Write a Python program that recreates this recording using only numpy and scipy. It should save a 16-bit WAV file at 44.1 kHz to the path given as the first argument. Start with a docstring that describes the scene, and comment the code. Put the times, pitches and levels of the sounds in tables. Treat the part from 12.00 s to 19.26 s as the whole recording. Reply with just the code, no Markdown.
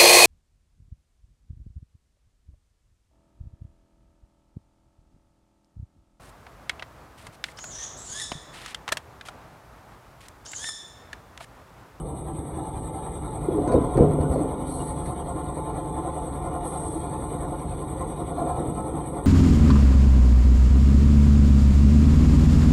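"""In a rumbling workshop, a metal forming machine idles as the listener comes closer.
Its drive hums and whines, and its spindle (the turning shaft) rubs about ten times a second.
Heavy, dull knocks shake the frame and boom through the hall, and small metal parts clink.
A brush sweeps the turning tool, air hisses briefly, and near the end loose panels rattle."""
import sys
import numpy as np
from scipy import signal
from scipy.fft import rfft, irfft
from scipy.io import wavfile
from scipy.ndimage import uniform_filter1d

SR = 44100
rng = np.random.default_rng(int(sys.argv[2]) if len(sys.argv) > 2 else 0)


def pcm_store(signal):
    """Save signal as 16-bit PCM."""
    levels = np.round(np.clip(np.atleast_2d(signal), -1, 1) * 32767)
    wavfile.write(sys.argv[1], SR, levels.astype(np.int16).T)


N = 320166
TIME, FREQS_HZ = np.arange(N) / SR, np.fft.rfftfreq(N, 1 / SR)
TURNS_PER_S, FIRST_RUB_S = 10.31, 0.0957


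def gain(db):
    """Turns decibels into a number to multiply a sound by."""
    return 10 ** (np.asarray(db) / 20)

def normalize(x):
    """Scales a signal to an average strength (rms) of 1."""
    return x / np.sqrt(np.mean(x ** 2) + 1e-20)

def curve(rows):
    """Joins a table's (time, value) points with straight lines."""
    rows = np.asarray(rows)
    return np.interp(TIME, rows[:, 0], rows[:, 1])

def add(mix, start_s, sound):
    """Adds a sound to the mix at its start time."""
    part = mix[max(round(start_s * SR), 0):][:len(sound)]
    part += sound[:len(part)]

def noise(colour):
    """Noise with a colour: a table of how strong each pitch is."""
    hz, db = np.transpose(colour)
    shape = gain(np.interp(np.log(FREQS_HZ + 1), np.log(hz), db))
    return normalize(irfft(rfft(rng.standard_normal(N)) * shape, N))

def wander(rate_hz):
    """A smooth random wobble; a higher rate makes it quicker."""
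    return normalize(irfft(rfft(rng.standard_normal(N)) * np.exp(-(FREQS_HZ / rate_hz) ** 2), N))

def shimmer(x, depth_db):
    """Lets narrow bands of a noise swell and fade, each by itself."""
    bands = signal.stft(x, nperseg=1024)[2]
    patches = uniform_filter1d(rng.standard_normal(bands.shape), size=4, axis=0)
    patches = uniform_filter1d(patches, size=6, axis=1)
    return normalize(signal.istft(bands * gain(depth_db * normalize(patches)))[1][:N])

def singing(notes, waver_db, rate_hz):
    """Noisy ringing notes, each catching and letting go by itself."""
    out = np.zeros(N)
    for hz, width, db in notes:
        band = irfft(rfft(rng.standard_normal(N)) / (1 + 1j * (FREQS_HZ - hz) / width) ** 2, N)
        out += gain(db) * normalize(band) * gain(waver_db * wander(rate_hz))
    return normalize(out)

def turns(lag_s=0.):
    """Counts the spindle's turns; whole numbers fall on the hardest rubs."""
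    return (TIME - FIRST_RUB_S - lag_s) * TURNS_PER_S

def turn_load():
    """How hard the spindle presses: a new random value for every turn."""
    marks = np.arange(-1, turns()[-1] + 1)
    return np.interp(turns(), marks, normalize(rng.standard_normal(len(marks))))

# Rubbing through one turn: share_of_turn, rub_db, scrape_db
ONE_TURN = [(0, 2.5, 8.5), (.12, 2.5, 5.5), (.3, -2.3, 5), (.45, -2, 2), (.62, -0.7, 6), (.74, 0.2, 8),
            (.86, 2.5, 6)]
def turn_db(scrape=False, lag_s=0.):
    """The rise and fall of the rub, or of the scrape, with each turn."""
    share, rub_db, scrape_db = np.transpose(ONE_TURN)
    return np.interp(turns(lag_s), share, scrape_db if scrape else rub_db, period=1)

# The listener's approach: time_s, level_db
APPROACH = [(0, -6.5), (.5, -7.5), (1.0, -8), (1.6, -4.5)]
def nearness_db():
    """Sounds grow louder as the listener comes closer."""
    return curve(APPROACH)

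# Colour of the hall's rumble: pitch_hz, level_db
HALL_COLOUR = [(15, -44), (30, -6), (46, 3.5), (100, 0), (135, 2), (215, -7), (300, -2.5), (380, -7),
               (500, -5.5), (620, -11), (950, -8.5), (1200, -20), (1430, -17.5), (1560, -78), (3000, -51.5)]
# Its loudness: time_s, level_db
RUMBLE_LEVEL = [(0, -33.5), (.8, -34.5), (1.4, -34), (1.7, -29), (2.5, -30), (2.8, -32), (3.5, -33.5),
                (4.5, -34), (5.5, -32.5), (6.3, -33.5), (6.45, -32.5), (6.8, -35), (7.05, -33.5),
                (7.26, -33.5)]
def hall_rumble(split_hz=650):
    """The hall rumbles, shaken a little by the spindle; its upper part grows on coming closer."""
    rumble = shimmer(noise(HALL_COLOUR), depth_db=1.8)
    low = irfft(rfft(rumble) / (1 + (FREQS_HZ / split_hz) ** 4), N)
    high = (rumble - low) * gain(nearness_db())
    return (low + high) * gain(curve(RUMBLE_LEVEL) + 0.47 * wander(30) + 0.13 * turn_db(lag_s=0.005))

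# The drive's steady tones: pitch_hz, level_db
HUM_TONES = [(70, -38.5), (149.8, -37.5), (172.3, -42.5), (198, -53), (261, -49), (298.5, -44.5),
             (320.5, -43), (349, -48), (401, -45), (445, -46), (547, -50.5), (673, -72), (1046, -83),
             (1163, -54), (12300, -99)]
def drive_hum(waver_db=0.1):
    """The drive hums with slightly wavering tones, louder from close by."""
    tones = np.zeros(N)
    for hz, db in HUM_TONES:
        level = gain(db + waver_db * wander(2.2))
        tones += level * np.sin(2 * np.pi * (hz * TIME + rng.random()) + 0.37 * wander(9.1))
    return np.sqrt(2) * tones * gain(0.76 * nearness_db())

# The whine swelling and sinking: time_s, level_db
WHINE_LEVEL = [(0, -60), (.5, -55), (.65, -44), (.97, -44.5), (1.3, -48), (2.2, -45), (3.6, -47.5),
               (3.95, -39), (4.6, -54.5), (5.1, -42), (5.6, -51), (6.2, -52), (6.85, -41), (7.26, -51)]
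def drive_whine(pitch_hz=871, beats_per_s=3.04, first_dip_s=0.135, waver_db=1.5):
    """An unsteady tone pulses as a weaker twin, just below it, drifts in and out of step."""
    phase = 2 * np.pi * pitch_hz * TIME + 0.77 * wander(14)
    twin = 0.26 * np.sin(phase - 2 * np.pi * beats_per_s * (TIME - first_dip_s))
    level_db = curve(WHINE_LEVEL) + waver_db * wander(6.3) + 0.11 * turn_db()
    return normalize(np.sin(phase) - twin) * gain(level_db)

# Notes the casing rings at: pitch_hz, width_hz, near_db, far_db
CASING_NOTES = [(320, 41, 1, 2), (445.3, 25, -4.5, -6), (523, 31, -0.5, -7), (723.3, 46.7, 4, 0),
                (769.6, 25, -6, 3.5), (868, 20, -4, -1), (1000, 60, -18, -2), (1049, 46, -0.5, -10),
                (1120, 68, -7.5, -25), (1173, 58, -22.5, -7), (1304, 58, -11.5, -5.5),
                (1405, 27, -10.5, -11)]
# Loudness of its drone: time_s, level_db
DRONE_LEVEL = [(0, -46), (.25, -40.5), (.7, -38), (1.1, -33.5), (1.7, -32.5), (2.2, -33.5), (3.9, -33.5),
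               (5.7, -33.5), (6.1, -35.5), (6.45, -31), (7.26, -36)]
def casing_drone(load, load_db=2.55, arrive_s=1.43, move_s=0.13):
    """The spindle shakes the casing once a turn; the blend of notes shifts on coming closer."""
    shaking = rfft(rng.standard_normal(N) * gain(1.42 * turn_db(lag_s=0.00066) + 0.73 * wander(25)))
    near_shape = far_shape = 0
    for hz, width, near_db, far_db in CASING_NOTES:
        peak = 1 / np.sqrt(width) / (1 + 1j * (FREQS_HZ - hz) / (0.68 * width)) ** 2
        near_shape += gain(near_db) * peak
        far_shape += gain(far_db) * peak
    near = normalize(irfft(shaking * near_shape, N))
    far = normalize(irfft(shaking * far_shape, N))
    closeness = .5 + .5 * np.tanh((TIME - arrive_s) / move_s)
    return (far + closeness * (near - far)) * gain(curve(DRONE_LEVEL) + load_db * load - 3)

# Colours of the bright rub and the dull scrape: pitch_hz, level_db
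RUB_COLOUR = [(4500, -56), (6000, -39), (7500, -16), (8200, 7), (8700, -2.5), (9300, -6), (10100, -12),
              (10800, -12), (11700, -13.5), (12300, -23.5), (13200, -57)]
SCRAPE_COLOUR = [(900, -12.5), (1500, 7), (2200, -4), (2700, -10), (3100, -4.5), (3650, -3), (4200, -8.5),
                 (4600, -10.5), (5200, -11), (6200, -13), (8000, -18), (12000, -56)]
# High and low notes of the rubbed steel tool: pitch_hz, width_hz, level_db
TOOL_HIGH_NOTES = [(8100, 93, -1), (8720, 70, -1), (8850, 65, -4.5), (9600, 60, -17), (10060, 50, -11),
                   (10360, 50, -10), (11040, 80, -17)]
TOOL_LOW_NOTES = [(1870, 64, -2.5), (2070, 60, -1), (2225, 27, -2.5), (2390, 50, -3), (2883, 45, -6),
                  (3487, 46, -2), (3750, 48, -1), (4140, 54, -7), (4550, 60, -8.5)]
# Loudness of the rub and the scrape: time_s, level_db
RUB_LEVEL = [(0, -50), (1.2, -48), (2.15, -49), (2.32, -44), (2.5, -48), (4.4, -48), (5.15, -47),
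             (5.23, -46), (5.33, -45.5), (5.42, -47.5), (5.8, -47.5), (6.5, -47), (7.26, -47.5)]
SCRAPE_LEVEL = [(0, -62), (.3, -59), (.8, -56.5), (1.4, -55.5), (2.6, -55.5), (3.4, -55.3), (4.3, -55.5),
                (5.0, -55), (5.7, -54.5), (6.4, -54.5), (7.26, -55.5)]
def spindle_rub(load, uneven_db=0.5, grit_db=0.6):
    """Metal rubs on metal: each turn, a dull scrape leads into a gritty chuff. Both ring the tool."""
    pressure_db = uneven_db * wander(22) - grit_db * wander(400)
    bright = shimmer(noise(RUB_COLOUR), depth_db=1.8)
    bright += gain(-5) * singing(TOOL_HIGH_NOTES, waver_db=2, rate_hz=8)
    dull = shimmer(noise(SCRAPE_COLOUR), depth_db=4.6)
    dull += gain(-3) * singing(TOOL_LOW_NOTES, waver_db=2.5, rate_hz=10)
    rub = normalize(bright * gain(0.92 * turn_db() + pressure_db))
    scrape = normalize(dull * gain(0.93 * turn_db(scrape=True) + 0.52 * pressure_db))
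    return rub * gain(curve(RUB_LEVEL) - 0.2 * load) + scrape * gain(curve(SCRAPE_LEVEL) + 0.4 * load)

# Blows on the frame: start_s, level_db, pitch_hz, swell_s, boom_db
BLOWS = [(.744, -28, 869, .002, -41), (1.484, -13.5, 362, 0.0048, -22), (1.524, -19, 350, 0.0064, -28),
         (1.567, -23, 390, .012, -23.5), (1.612, -20, 295, 0.0087, -28), (1.676, -11.5, 327, 0.0016, -18),
         (1.724, -19.5, 690, 0.0074, -19), (1.737, -12, 523, .0065, -21), (1.745, -17, 66, 0.011, -24),
         (1.748, -11.5, 320, 0.004, -21), (1.76, -16, 302, 0.00455, -26), (1.951, -17.5, 404, 0.007, -17.5),
         (1.968, -16, 160, 0.0045, -16.5), (1.975, -10.5, 335, 0.0039, -17), (1.987, -22, 790, 0.0022, -33),
         (1.999, -8.5, 375, 0.0021, -16), (2.0082, -2.5, 115, 0.0014, -28), (2.016, -14, 520, .002, -29),
         (2.023, -22, 70, 0.0033, -31), (2.038, -12, 175, 0.0025, -25), (2.066, -14.5, 150, 0.0071, -35),
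         (2.095, -17, 115, 0.0079, -22), (2.184, -17.5, 493, 0.0059, -23),
         (2.197, -13, 80.5, 0.0064, -26.5), (2.211, -17, 535, 0.0019, -33),
         (2.242, -23.5, 148, 0.0096, -37), (2.298, -15.5, 72.4, 0.011, -22.5),
         (2.359, -13.5, 514, 0.0013, -20.5), (2.371, -19, 288, 0.0051, -29.5),
         (2.408, -14.5, 300, 0.0071, -39), (3.571, -17.5, 450, 0.00071, -45),
         (4.954, -24.5, 324, 0.011, -52), (5.224, -24, 783, 0.0006, -41), (5.32, -23, 406, 0.0017, -52),
         (6.179, -30, 716, 0.0012, -49), (6.38, -22, 685, 0.0039, -32), (6.417, -20, 690, 0.006, -26.5),
         (6.465, -25, 697, 0.0089, -44), (6.575, -26.5, 710, 0.0017, -33), (6.598, -22, 328, 0.0061, -25),
         (6.65, -24, 290, 0.0081, -32.5), (6.797, -29, 180, 0.01, -48)]
# Colour of the boom after a blow: pitch_hz, level_db
BOOM_COLOUR = [(20, -17), (55, -11), (95, -7.5), (150, 1.5), (215, -2.5), (320, 1.5), (370, -3.5), (470, 3),
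               (620, -5.5), (800, -18), (1200, -24), (1700, -51), (4000, -81), (9000, -77)]
# Notes of the frame: pitch_hz, level_db, fade_s (the time to fade by 60 dB)
FRAME_NOTES = [(153.4, -0.5, 0.33), (263, -0.5, 1), (299, 3, 0.051), (410.8, 4, 1), (478, -7, 0.35),
               (514, -1, 0.91), (670, -4.5, 0.15), (717, -1.5, 0.11), (870, -26, 0.6)]
def knocks(boom_fade_s=0.39, boom_rise_s=0.012):
    """Each blow is a short, dull pulse; loose parts boom after it and set the frame ringing."""
    t = np.arange(SR) / SR
    blows, boom_power = np.zeros(N), np.zeros(N)
    for start_s, db, hz, swell_s, boom_db in BLOWS:
        pulse = (t / swell_s) ** 2 * np.exp(2 - 2 * t / swell_s)
        add(blows, start_s, gain(db) * pulse * np.cos(2 * np.pi * hz * (t - swell_s)))
        tail = gain(boom_db - 60 * t / boom_fade_s) * (1 - np.exp(-t / boom_rise_s))
        add(boom_power, start_s, tail ** 2)
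    boom = noise(BOOM_COLOUR) * np.sqrt(boom_power)
    frame = sum(gain(db - 60 * t / fade_s) / np.sqrt(fade_s) * np.sin(2 * np.pi * hz * t)
                for hz, db, fade_s in FRAME_NOTES)
    shaking = rng.standard_normal(N) * np.sqrt(boom_power)
    ring = normalize(signal.fftconvolve(shaking, frame)[:N]) * np.std(boom)
    return blows + gain(-1) * boom + gain(-4) * ring

# Parts that ring on: start_s, level_db, pitch_hz, length_s
PART_RINGS = [(1.54, -20.5, 305.3, 0.15), (1.56, -19, 419, 0.096), (1.637, -25, 722, 0.051),
              (1.677, -36.5, 1448, 0.11), (1.681, -31.5, 1002, 0.3), (1.685, -51, 3790, 0.036),
              (1.715, -48, 4484, 0.044), (1.747, -46.5, 3720, 0.048), (1.75, -29, 479, 0.11),
              (1.764, -21, 297, 0.079), (1.996, -12, 478.5, 0.063), (1.999, -21, 421.2, 0.15),
              (2.01, -16.5, 151, 0.15), (2.15, -29, 149.2, 0.4), (2.045, -29.5, 261.1, 1.4),
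              (2.11, -41, 1340, 0.072), (2.245, -36.5, 1460, .05), (2.796, -43.5, 2870, 0.039),
              (6.38, -32, 713, 0.22), (6.509, -46, 1300, 0.36), (6.769, -40, 1300, 0.16)]
def ringing_parts(rise_s=0.0055):
    """After a blow or a touch, a metal part holds one fading note."""
    t, out = np.arange(SR) / SR, np.zeros(N)
    for start_s, db, hz, length_s in PART_RINGS:
        loudness = gain(db) * (1 - np.exp(-t / rise_s)) * np.maximum(1 - t / length_s, 0)
        add(out, start_s, loudness * np.sin(2 * np.pi * hz * t))
    return out

# Clinks of small parts: start_s, level_db, fade_s, pitch_hz
CLINKS = [(1.674, -39, 0.098, 6270), (1.718, -34.5, 0.06, 4500), (1.735, -42, 0.091, 2005),
          (1.97, -36, 0.03, 4430), (1.977, -37.5, 0.062, 1450), (2.21, -41, 0.05, 4440),
          (2.32, -45.5, 0.34, 4600), (3.057, -39, 0.071, 9900)]
# Colour of their tick: pitch_hz, level_db
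TICK_COLOUR = [(600, -14), (1400, 16), (2400, 5.5), (3200, -10), (4400, 3), (5300, 3), (6300, -8),
               (8500, 13), (12000, -16), (13500, -23)]
def clinks(flutter_hz=420, rise_s=0.0016):
    """Loose metal clinks softly: a tick of noise with a rough note in it."""
    t, out = np.arange(SR) / SR, np.zeros(N)
    tick, flutter = noise(TICK_COLOUR), wander(flutter_hz)
    for start_s, db, fade_s, hz in CLINKS:
        clink = tick + gain(-7) * flutter * np.sin(2 * np.pi * hz * TIME)
        loudness = gain(db - 60 * t / fade_s) * (1 - np.exp(-t / rise_s))
        add(out, start_s, clink[round(start_s * SR):][:SR] * loudness)
    return out

# The heaviest blow's wave through the steel: start_s, level_db, first_hz, last_hz, length_s
CHIRPS = [(1.97, -31.5, 1874, 870, 0.0238)]
def steel_chirp():
    """The blow begins with a quick falling chirp, as high notes travel faster through steel."""
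    out = np.zeros(N)
    for start_s, db, first_hz, last_hz, length_s in CHIRPS:
        progress = np.arange(0, length_s, 1 / SR) / length_s
        phase = 2 * np.pi * np.cumsum(first_hz * (last_hz / first_hz) ** progress) / SR
        add(out, start_s, gain(db) * 2 * progress * np.sin(np.pi * progress) * np.sin(phase))
    return out

# The crack where the heaviest blow lands: start_s, level_db, fade_s
CRACKS = [(1.972, -31.5, .022)]
# Its colour: pitch_hz, level_db
CRACK_COLOUR = [(700, -12), (1500, 16), (2600, -3), (4400, -3), (6000, -9), (8200, 4), (11000, -3),
                (13300, -12)]
def crack(rise_s=0.0004):
    """Steel meets steel in a very short, bright burst."""
    t, out = np.arange(SR // 4) / SR, np.zeros(N)
    burst = noise(CRACK_COLOUR)[:len(t)]
    for start_s, db, fade_s in CRACKS:
        add(out, start_s, burst * gain(db - 60 * t / fade_s) * (1 - np.exp(-t / rise_s)))
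    return out

# The brush's sweep over the tool: time_s, level_db
BRUSH_LEVEL = [(2.55, -100), (2.64, -67), (2.675, -43.5), (2.72, -41.5), (2.82, -44.5), (2.89, -42),
               (2.94, -50.5), (3.02, -51), (3.08, -45.5), (3.2, -62.5), (3.3, -100)]
# Colour of its hiss: pitch_hz, level_db
BRUSH_COLOUR = [(1500, -50), (3500, -15.5), (4500, -12), (5300, -15), (6300, -21), (8000, -3.5),
                (8400, -1.5), (9200, -4), (9750, -2), (10100, -5), (10500, -10), (11600, -14), (12400, -24),
                (13300, -40)]
# Notes of its bristles: pitch_hz, width_hz, level_db
BRISTLE_NOTES = [(8100, 110, 3), (8580, 56, 1), (9200, 90, -5), (9250, 70, -6), (10180, 100, -4)]
def brush(grit_db=1.0):
    """Bristles catch and slip in a fine, grainy hiss with a thin whistle in it."""
    hiss = shimmer(noise(BRUSH_COLOUR), depth_db=4)
    whistle = gain(1) * singing(BRISTLE_NOTES, waver_db=1.5, rate_hz=14)
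    return normalize(hiss + whistle) * gain(curve(BRUSH_LEVEL) + grit_db * wander(250))

# A puff of air: time_s, level_db, brightness_db_per_octave
AIR_PUFF = [(4.55, -100, 2), (4.64, -52, 12), (4.66, -39, 10), (4.76, -42, 0), (4.86, -40, -7),
            (4.95, -42, 1), (5.05, -50, -4), (5.15, -100, 0)]
# Colour of its hiss: pitch_hz, level_db
AIR_COLOUR = [(1500, -60), (3500, -25), (4500, -27), (5300, -20), (6300, -28.5), (8000, -8), (8250, 5),
              (8450, -7), (8700, -1.5), (9300, -8.5), (10300, -12.5), (11600, -21.5), (12400, -34),
              (13300, -41)]
# Notes of the nozzle: pitch_hz, width_hz, level_db
NOZZLE_NOTES = [(8300, 38, -3), (8490, 100, 1.5), (9300, 95, -8)]
def air_jet(grit_db=2.0, tilt_above_hz=8450):
    """A jet of air spits brightly, then narrows to its whistle."""
    hiss = shimmer(noise(AIR_COLOUR), depth_db=0.5)
    whistle = gain(-2) * singing(NOZZLE_NOTES, waver_db=4.5, rate_hz=13)
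    hz, t, bands = signal.stft(normalize(hiss + whistle), SR, nperseg=256)
    time_s, _, brightness = np.transpose(AIR_PUFF)
    octaves_above = np.log2(np.maximum(hz / tilt_above_hz, 1))[:, None]
    jet = signal.istft(bands * gain(octaves_above * np.interp(t, time_s, brightness)))[1][:N]
    return jet * gain(curve(AIR_PUFF) - grit_db * wander(250))

# Loose panels shaking: time_s, level_db
RATTLE_LEVEL = [(6.3, -77), (6.38, -35), (6.44, -38), (6.55, -41), (6.64, -35), (6.8, -34.5), (7.0, -32),
                (7.15, -55), (7.26, -70)]
# Notes of the panels: pitch_hz, level_db, fade_s
PANEL_NOTES = [(131, -2.5, .2), (148.4, 0.5, 0.39), (226, 1, 0.11), (280, 1.5, 0.11), (331, -6, 0.2),
               (447, -11.5, 0.26), (714, -11, 0.15), (1280, -14, 0.2)]
def panel_rattle(taps_per_s=130, spread_db=3):
    """Many light, uneven taps keep loose panels rumbling."""
    t = np.arange(SR // 2) / SR
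    taps = (rng.random(N) < taps_per_s / SR) * gain(spread_db * rng.standard_normal(N))
    taps *= np.sign(rng.standard_normal(N))  # each tap pushes or pulls
    ring = sum(gain(db - 60 * t / fade_s) * np.sin(2 * np.pi * hz * t) for hz, db, fade_s in PANEL_NOTES)
    return normalize(signal.fftconvolve(taps, ring)[:N]) * gain(curve(RATTLE_LEVEL))

# Where the sound is hollowed out: time_s, pitch_hz
HOLLOW_PITCH = [(0, 1450), (1.15, 1480), (1.55, 1580), (1.72, 1780), (1.9, 1660), (2.5, 1600), (7.26, 1560)]
def hollow(x, depth=0.7, width_hz=130):
    """One narrow band of pitches is weakened; it slides as the listener moves."""
    spin = np.exp(2j * np.pi * np.cumsum(curve(HOLLOW_PITCH)) / SR)
    smoothing = np.exp(-np.pi * width_hz / SR)
    # Shift the band down to 0 Hz, smooth away the rest, then shift it back.
    band = spin * signal.filtfilt([1 - smoothing], [1, -smoothing], x / spin, padtype=None)
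    return x - depth * 2 * band.real

def scene():
    """Mixes everything into one channel; a harder turn mainly makes the casing louder."""
    load = turn_load()
    idling = drive_hum() + drive_whine() + casing_drone(load) + spindle_rub(load)
    impacts = knocks() + crack() + steel_chirp() + panel_rattle() + ringing_parts()
    return hollow(idling + impacts + hall_rumble() + clinks() + brush() + air_jet())[None]

def record(dry, low_cut_hz=21, high_cut_hz=13300):
    """Cuts a few deep dips into the sound, then trims its lowest and highest pitches."""
    dips = [(1430, 83, -3.5), (2750, 91, -16.5), (5094, 500, -14.5)]  # pitch_hz, width_hz, level_db
    dips_db = sum(db * np.exp(-((FREQS_HZ - hz) / width) ** 2) for hz, width, db in dips)
    gap_db = np.interp(FREQS_HZ, [6500, 6850, 7050, 7700, 7950, 8010], [0, -10, -42, -48, -28, 0])
    low_cut = FREQS_HZ ** 2 / np.hypot(FREQS_HZ ** 2, low_cut_hz ** 2)
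    shaped = irfft(rfft(dry) * gain(dips_db + gap_db) * low_cut, N)
    high_cut = signal.firwin(511, high_cut_hz, window=("kaiser", 9), fs=SR)
    return signal.oaconvolve(shaped, high_cut[None], "same")


dry = scene()
out = record(dry)
pcm_store(out)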